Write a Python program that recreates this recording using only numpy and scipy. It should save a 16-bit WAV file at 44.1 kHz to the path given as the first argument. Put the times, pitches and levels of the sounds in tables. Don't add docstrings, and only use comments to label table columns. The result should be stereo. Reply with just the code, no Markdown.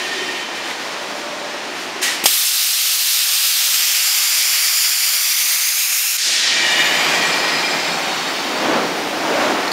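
import sys
import numpy as np
from scipy import signal
from scipy.fft import rfft, irfft
from scipy.io import wavfile
from scipy.ndimage import uniform_filter1d

SR = 44100
rng = np.random.default_rng(int(sys.argv[2]) if len(sys.argv) > 2 else 0)


def generate_wav(signal):
    frames = np.transpose(np.atleast_2d(signal))
    scaled = np.clip(frames, -1, 1) * 32767
    pcm = np.round(scaled).astype(np.int16)
    wavfile.write(sys.argv[1], SR, pcm)


def rack_gain(trim_db):
    fader = np.asarray(trim_db, float)
    return 10 ** (fader / 20)


N = 428652
SIZE, HOP = 1024, 256
T = np.arange(N // HOP + 5) * HOP / SR
HZ = np.fft.rfftfreq(SIZE, 1 / SR)[:, None]

# time in seconds, level in dB.
VENT_FLOW = [
    [(0.0, -24), (0.3, -25.5), (0.6, -28.5), (2.008, -29)],
    [(2.013, -30), (2.018, -24), (2.023, -23), (2.029, -16.5), (2.25, -27)],
    [(6.17, -20), (6.29, -15.5), (6.49, -15), (6.87, -19), (7.15, -19), (7.71, -22), (8.4, -24.5),
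     (9.1, -26), (9.72, -25)],
]
# frequency in Hz, density in dB per Hz.
VENT_COLOUR = [(710, -56.5), (1200, -17), (1850, -6), (2100, -9), (2290, -7), (2440, -8.5), (5470, -10.5),
               (7160, -16), (7720, -18), (8970, -23), (15700, -37)]
# start in seconds, fade in seconds,
# lift of the rush in Hz, lift of the rush in dB, lift of the treble in dB.
OPENINGS = [
    (2.015, 0.15, 100, -3, 11.5),
    (6.17, 0.43, 2400, 3.5, 8.5),
]
# centre in
# seconds, length in seconds, level in dB, treble in dB.
SPURTS = [(.06, .05, -0.5, 3), (.33, .05, 0, 3), (.48, .05, -1.5, -1), (.57, 0.026, 1.5, 3),
          (.69, .05, 3, 3), (.86, 0.11, 1.4, 2), (1.15, 0.11, -0.2, 4), (1.81, 0.079, 1.5, 5),
          (6.5, .13, 0.4, -11), (7.05, 0.35, 0, 3), (8.72, .16, 2, -8), (9.43, 0.12, 3, -2.5)]
RUSH_HZ, RUSH_DB, VENT_TREBLE_DB = 2450, 6, -16.5

# frequency in Hz, density in dB per Hz.
SHOP_COLOUR = [(15, -30), (25, -29), (59, -28), (104, -27), (156, -16), (202, -13), (275, -5.5), (356, -5),
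               (415, -8.5), (756, -4), (1100, -7), (1500, -9.5), (1950, -14), (2900, -22), (4300, -80)]
# time in seconds, level in dB.
SHOP_GAIN = [(0.0, -34), (1.04, -32.5), (2.23, -33), (2.3, -46), (2.6, -54.5), (6.16, -59.5), (6.28, -42.5),
             (6.67, -29), (7.3, -25.5), (8.4, -28), (9.72, -24.5)]
# centre in seconds, length in seconds, level in dB,
# upper part in dB, bass in dB.
ROLLS = [(.27, 0.053, 1, -1, .1), (1.12, 0.11, 1.5, -1, 1), (1.78, .05, -1, 3, 1), (6.26, .05, 3, -2, 12),
         (7.08, 0.16, 0.5, 2.5, -1), (8.74, 0.16, 7.5, -2, -4), (9.0, 0.42, 1.1, -3.5, 1.2),
         (9.41, 0.15, 5.5, -1, 1)]
# time in seconds, level in dB per band.
MICROPHONE_HISS = [(0, -89), (6.55, -88), (6.8, -69.5), (9.72, -71)]
SHOP_BASS_DB, SHOP_UPPER_DB = -7, 0.4

# loudest
# moment in seconds, pitch in Hz, level in dB, length in seconds.
TUBE_TONES = [(0.151, 1838, -33, 0.31), (.18, 370, -37.5, .25), (.2, 2470, -41.5, .2),
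              (.3, 3080, -39.5, .4), (1.599, 591, -43, .3), (.3, 3730, -45, .2), (.3, 2780, -45, .2),
              (.4, 330, -44.5, .25), (.43, 2393, -40.5, .23), (.65, 1864, -42, .25),
              (1.25, 588, -39, .35), (7.9, 7600, -44, .3), (9.4, 305.5, -33, .2),
              (1.891, 371, -38.5, .26), (2.089, 1930, -30, .06), (7.5, 166.8, -44, 0.92),
              (8.01, 767, -35, 0.19), (9.392, 602, -30, .18),
              (6.697, 2345, -29.5, .22), (6.74, 1885, -27.5, .28), (6.84, 3645, -30.5, .22),
                 (6.751, 2900, -28, .2), (6.851, 1730, -34, .35), (6.877, 7020, -38, .28),
                 (6.906, 13420, -44, .14), (6.93, 4456, -41, .2), (7.0, 4860, -35, .3),
                 (6.95, 2010, -34, .3), (7.3, 7250, -41, .25), (6.938, 2180, -32, .21),
                 (6.949, 3045, -30.5, .2), (7.06, 12590, -52, .22), (7.05, 2439, -32, .34),
                 (7.162, 3211, -35.5, .2), (7.3, 7800, -42, .6), (7.301, 1900, -31, .35),
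                 (7.42, 2375, -30, .55), (7.47, 4400, -35, .37), (7.5, 3200, -39, .3),
                 (7.62, 4000, -38, .3), (7.599, 5019, -32, .3), (7.803, 2100, -36.5, .45),
                 (8.15, 4374, -38.5, .44), (8.218, 7378, -47, .16), (8.198, 3747, -38.5, .42),
                 (8.4, 3100, -42.5, .35), (8.38, 4774, -44, .28), (8.603, 4554, -43, .4)]
WIDTH_HZ, WIDTH_PER_HZ, WIDTH_TIMES_S = 7, .0018, 2.2
WARMING = .012

# start in seconds, burst in dB, ring in dB, ring in Hz,
# decay time (T60) of the ring in seconds.
VALVE_BLOWS = [
    (.7103, -25, -17, 2000, .035),
    (2.0178, -40, -26, 1900, .04),
    (2.2385, -12, -11, 350, .02),
    (2.2573, 5, -2, 800, .012),
    (9.6794, -27, -17, 4300, .03),
    (9.7172, -14, -12, 4400, .03),
]
# frequency in Hz, density in dB per Hz.
BLOW_COLOUR = [(240, -47), (400, -21), (2040, 0), (3490, 4), (4060, 0), (5120, 5), (6250, 2), (13900, -3.5),
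               (15700, -28)]
BURST_T60, T60_PER_DB = .045, .0008

# time in seconds, level in dB, presence near 5 kHz in dB, treble in dB.
JET_FLOW = [
    [(2.24, -16, -3, -2), (2.253, -18, -3, 0.1)],
    [(2.27, -14, 0.5, -0.5), (2.55, -15.5, 2.5, -1), (4.32, -14, -0.5, -4.5), (6.08, -16, 0, -1),
     (6.17, -17, 0.1, -2.5)],
]
# frequency in Hz, density in dB per Hz.
JET_COLOUR = [(15, -82), (25, -41.5), (315, -42), (570, -23), (618, -23.5), (788, -17.5), (901, -21.5),
              (1250, -12.5), (1460, -12), (2250, -7), (4190, -3.5), (9410, -6), (14100, -5.5),
              (15700, -9.5)]
JET_TAIL_T60 = 1
# time in seconds, stretch of the plate path
WALK_LARGE = [(2.3, -0.0, -0.0, 0.25), (3.4, -8.5, -13.5, 0.11), (3.9, 0.3, 4.4, 0.34),
              (4.4, 14.5, 2.9, 0.76), (4.8, 12.0, 5.4, 0.84), (5.2, 16.0, 5.2, 0.91),
              (5.55, 16.4, -2.4, 0.81), (5.85, 8.3, -8.2, 1.0), (6.15, 0.0, -13.5, 0.97)]
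# time in seconds, stretch of the frame path in %,
# stretch of the housing path in %, turn from 0 to 1.
WALK_SMALL = [(2.3, -0.0, -0.0, 0.03), (3.4, -5.0, 0.1, 0.16), (3.9, 11.3, 3.9, 0.25),
              (4.4, 15.5, 9.8, 0.24), (4.8, 12.4, 11.6, 0.2), (5.2, 15.6, 14.8, 0.43),
              (5.55, 10.1, 19.0, 0.98), (5.85, 6.2, 17.0, 0.77), (6.15, 7.1, 8.0, 0.44)]
# delay in ms, one crest in Hz, share of the first path,
# ripple in dB before the turn, ripple in dB after it.
LONG_ECHOES = [(0.39, 5310.0, 0.86, 0.75, 1.88), (0.513, 4070.0, -0.99, 0.93, -1.64),
               (0.25, 3740.0, 0.18, 1.47, -2.5), (0.763, 4310.0, 0.28, 0.06, -1.61)]
# delay in ms, one crest in Hz, share of the first path,
# ripple in dB before the turn, ripple in dB after it.
SHORT_ECHOES = [(0.321, 11520.0, -0.37, 0.56, 1.32), (0.533, 10400.0, 0.04, 2.03, -1.98),
                (0.411, 12300.0, 0.44, 0.13, 2.58), (0.835, 10710.0, 0.68, -0.39, -0.73)]

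# centre in Hz, width in Hz, depth in dB.
PORT_NOTCH = (7890, 75, -16)
# time in seconds, low edge in Hz, high edge in Hz.
SPLITS = [(.11, 8200, 10500), (.79, 6100, 7700), (.93, 6100, 7700), (.99, 4400, 5900), (1.72, 10300, 12500),
          (2.62, 6700, 10500), (2.94, 6700, 8500), (3.02, 12900, 15700), (3.62, 4900, 7700),
          (3.62, 9500, 11900), (5.31, 8200, 10500), (5.41, 8700, 10500), (6.71, 11700, 14000),
          (6.73, 8800, 10500), (7.01, 9500, 13200), (7.59, 9500, 11200), (7.68, 4100, 5900),
          (8.03, 4500, 10500), (8.1, 6100, 7700), (8.28, 5500, 7100), (8.43, 8800, 10500),
          (9.01, 5000, 8500), (9.01, 13000, 15300), (9.07, 6700, 8500), (9.19, 10300, 12500)]


def evened(x):
    return x / np.sqrt(np.mean(x ** 2) + 1e-20)


def read(points):
    f, db = np.transpose(points)
    return np.interp(np.log(HZ + 1), np.log(f + 1), db)


def curves(rows, t):
    s, *columns = np.transpose(rows)
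    return [np.interp(t, s, c) for c in columns]


def bumps(rows):
    s, lasts, *columns = np.transpose(rows)
    bells = np.exp(-((T - s[:, None]) / lasts[:, None]) ** 2)
    return np.array(columns) @ bells


def above(hz, octaves):
    return .5 + .5 * np.tanh(np.log2((HZ + 1) / hz) / octaves)


def air(field_db, lo_hz, hi_hz, patchy_db, flicker_db):
    a, b, patches = rng.standard_normal((len(T), len(HZ), 3)).T
    patches = uniform_filter1d(patches, size=14, axis=0)
    patches = evened(uniform_filter1d(patches, size=12, axis=1))
    flicker = evened(uniform_filter1d(rng.standard_normal(len(T)), size=6))
    gain = rack_gain(field_db + 0 * T)
    in_band = (HZ > lo_hz) * (HZ < hi_hz)
    gain = gain / np.sqrt(np.sum(gain ** 2 * in_band, axis=0))
    z = (a + 1j * b) * gain * rack_gain(patchy_db * patches + flicker_db * flicker)
    return signal.istft(z, nperseg=SIZE, noverlap=SIZE - HOP)[1][:N] * 1.05


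def vents():
    s, fades, *lifts = np.transpose(OPENINGS)
    age = (T - s[:, None]) / fades[:, None]
    fresh = np.exp(-age ** 2) * (T > s[:, None])
    lift_hz, rush_db, treble_db = np.array(lifts) @ fresh
    spurt_db, fizz_db = bumps(SPURTS)
    octaves_off = np.log2((HZ + 1) / (RUSH_HZ + lift_hz))
    field = read(VENT_COLOUR) + (RUSH_DB + rush_db) * np.exp(-(octaves_off / 1.2) ** 2)
    field += (VENT_TREBLE_DB + treble_db + 19.0) * above(7300, 0.46)
    field += fizz_db * above(9300, 0.59)
    t = np.arange(N) / SR
    puff_end, exhaust_start = VENT_FLOW[1][-1][0], VENT_FLOW[2][0][0]
    flowing = (t < puff_end) + np.clip((t - exhaust_start) / 0.016, 0, 1)
    level_db = curves(np.concatenate(VENT_FLOW), t)[0] + np.interp(t, T, spurt_db)
    return air(field, 1700, 6600, 0.43, 0.29) * rack_gain(level_db) * flowing


def shop():
    roll_db, upper_db, bass_db = bumps(ROLLS)
    level_db = curves(SHOP_GAIN, T)[0] + roll_db
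    rumble_db = read(SHOP_COLOUR) + (SHOP_UPPER_DB + upper_db) * above(670, 0.26)
    rumble_db += (SHOP_BASS_DB + bass_db) * (1 - above(130, .3))
    hiss_db = curves(MICROPHONE_HISS, T)[0] - level_db + 9.5
    field = 10 * np.log10(rack_gain(2 * rumble_db) + rack_gain(2 * hiss_db) * above(7600, 0.34))
    return air(field, 150, 700, 0.53, 0.32) * rack_gain(np.interp(np.arange(N) / SR, T, level_db))


def tubes():
    out = np.zeros(N)
    for s, hz, db, lasts in TUBE_TONES:
        t = np.arange(max(s - 2 * lasts, 0), min(s + 2 * lasts, N / SR), 1 / SR)
        width = WIDTH_HZ + WIDTH_PER_HZ * hz + WIDTH_TIMES_S / lasts
        r = np.exp(-np.pi * width / SR)
        noise = [1, 1j] @ rng.standard_normal((2, 4 * SR))[:, :len(t)]
        wobble = signal.lfilter([1], [1, -r], noise)
        cycles = hz * (t + WARMING * (t - s) ** 2 / 2)
        tone = (wobble * np.exp(2j * np.pi * cycles)).real
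        steepness = np.where(t < s, 4, 2)
        swell = rack_gain(db + 3.5) * np.exp(-((t - s) / lasts) ** steepness)
        part = out[round(t[0] * SR):][:len(t)]
        part += (swell * evened(tone))[:len(part)]
    return signal.sosfilt(signal.butter(4, 135, "high", fs=SR, output="sos"), out)


def valve():
    out, t = np.zeros(N), np.arange(4000) / SR
    colour = np.fft.fftshift(irfft(rack_gain(read(BLOW_COLOUR)[:, 0])))
    for s, burst_db, ring_db, hz, ring_t60 in VALVE_BLOWS:
        t60 = BURST_T60 + T60_PER_DB * burst_db
        noise = rng.standard_normal(len(t) + SIZE)
        rush = evened(signal.oaconvolve(noise, colour, "valid")[:len(t)])
        burst = rack_gain(burst_db - 6 - 60 * t / t60) * (1 - np.exp(-t / 0.00043)) * rush
        ring = rack_gain(ring_db - 60 * t / ring_t60) * np.sin(2 * np.pi * hz * t)
        part = out[round(s * SR):][:len(t)]
        part += (burst - ring)[:len(part)]
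    return signal.lfilter(*signal.butter(2, 200, "high", fs=SR), out)


def comb(walk, echoes):
    first, second, turn = curves(walk, T)
    ripple_db = 0
    for delay_ms, crest, share, before_db, after_db in echoes:
        stretch = 1 + (share * first + (1 - share) * second) / 100
        wave = np.cos(2 * np.pi * delay_ms / 1000 * (HZ * stretch - crest))
        ripple_db = ripple_db + (before_db + (after_db - before_db) * turn) * wave
    return ripple_db


def jet():
    rows = np.concatenate(JET_FLOW)
    start, end = rows[0, 0], rows[-1, 0]
    _, presence_db, treble_db = curves(rows, T)
    short = above(7900, .1)
    presence = np.exp(-(np.log2((HZ + 1) / 5000) / 0.54) ** 2)
    field = read(JET_COLOUR) + presence_db * presence + treble_db * short
    field += 1.25 * (above(1900, .3) - short) * comb(WALK_LARGE, LONG_ECHOES)
    field += 1.25 * short * comb(WALK_SMALL, SHORT_ECHOES)
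    field -= 110 * np.maximum(T - end, 0) * above(12000, .4)
    t = np.arange(N) / SR
    shut = np.maximum(t - end, 0)
    level_db = curves(rows, t)[0] - 7 * (shut > 0) - 60 * shut / JET_TAIL_T60
    return air(field, 1300, 15300, 0.72, 0.44) * rack_gain(level_db) * (t > start)


def scene():
    return np.tile(vents() + shop() + tubes() + valve() + jet(), (2, 1))


def low_pass(x):
    return signal.sosfilt(signal.butter(12, 15850, fs=SR, output="sos"), x)


def record(dry):
    hz, width, db = PORT_NOTCH
    f = np.fft.rfftfreq(N, 1 / SR)
    notch = rack_gain(db * np.exp(-((f - hz) / width) ** 2))
    heard = np.clip(irfft(rfft(dry) * notch, N), -1, 1)
    heard = irfft(rfft(heard) * (f < 15730), N)
    f = np.fft.rfftfreq(2 * SIZE, 1 / SR)
    for s, lo_hz, hi_hz in SPLITS:
        at = slice(round(s * SR) - SIZE, round(s * SR) + SIZE)
        band = (f > lo_hz) * (f < hi_hz)
        scrambled = rfft(heard[0, at]) * band * np.exp(2j * np.pi * rng.random(len(f)))
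        side = irfft(scrambled) * np.hanning(2 * SIZE) ** 2
        heard[:, at] += rack_gain(-1.5) * np.outer([1, -1], side)
    return low_pass(heard)


dry = scene()
out = record(dry)
generate_wav(out)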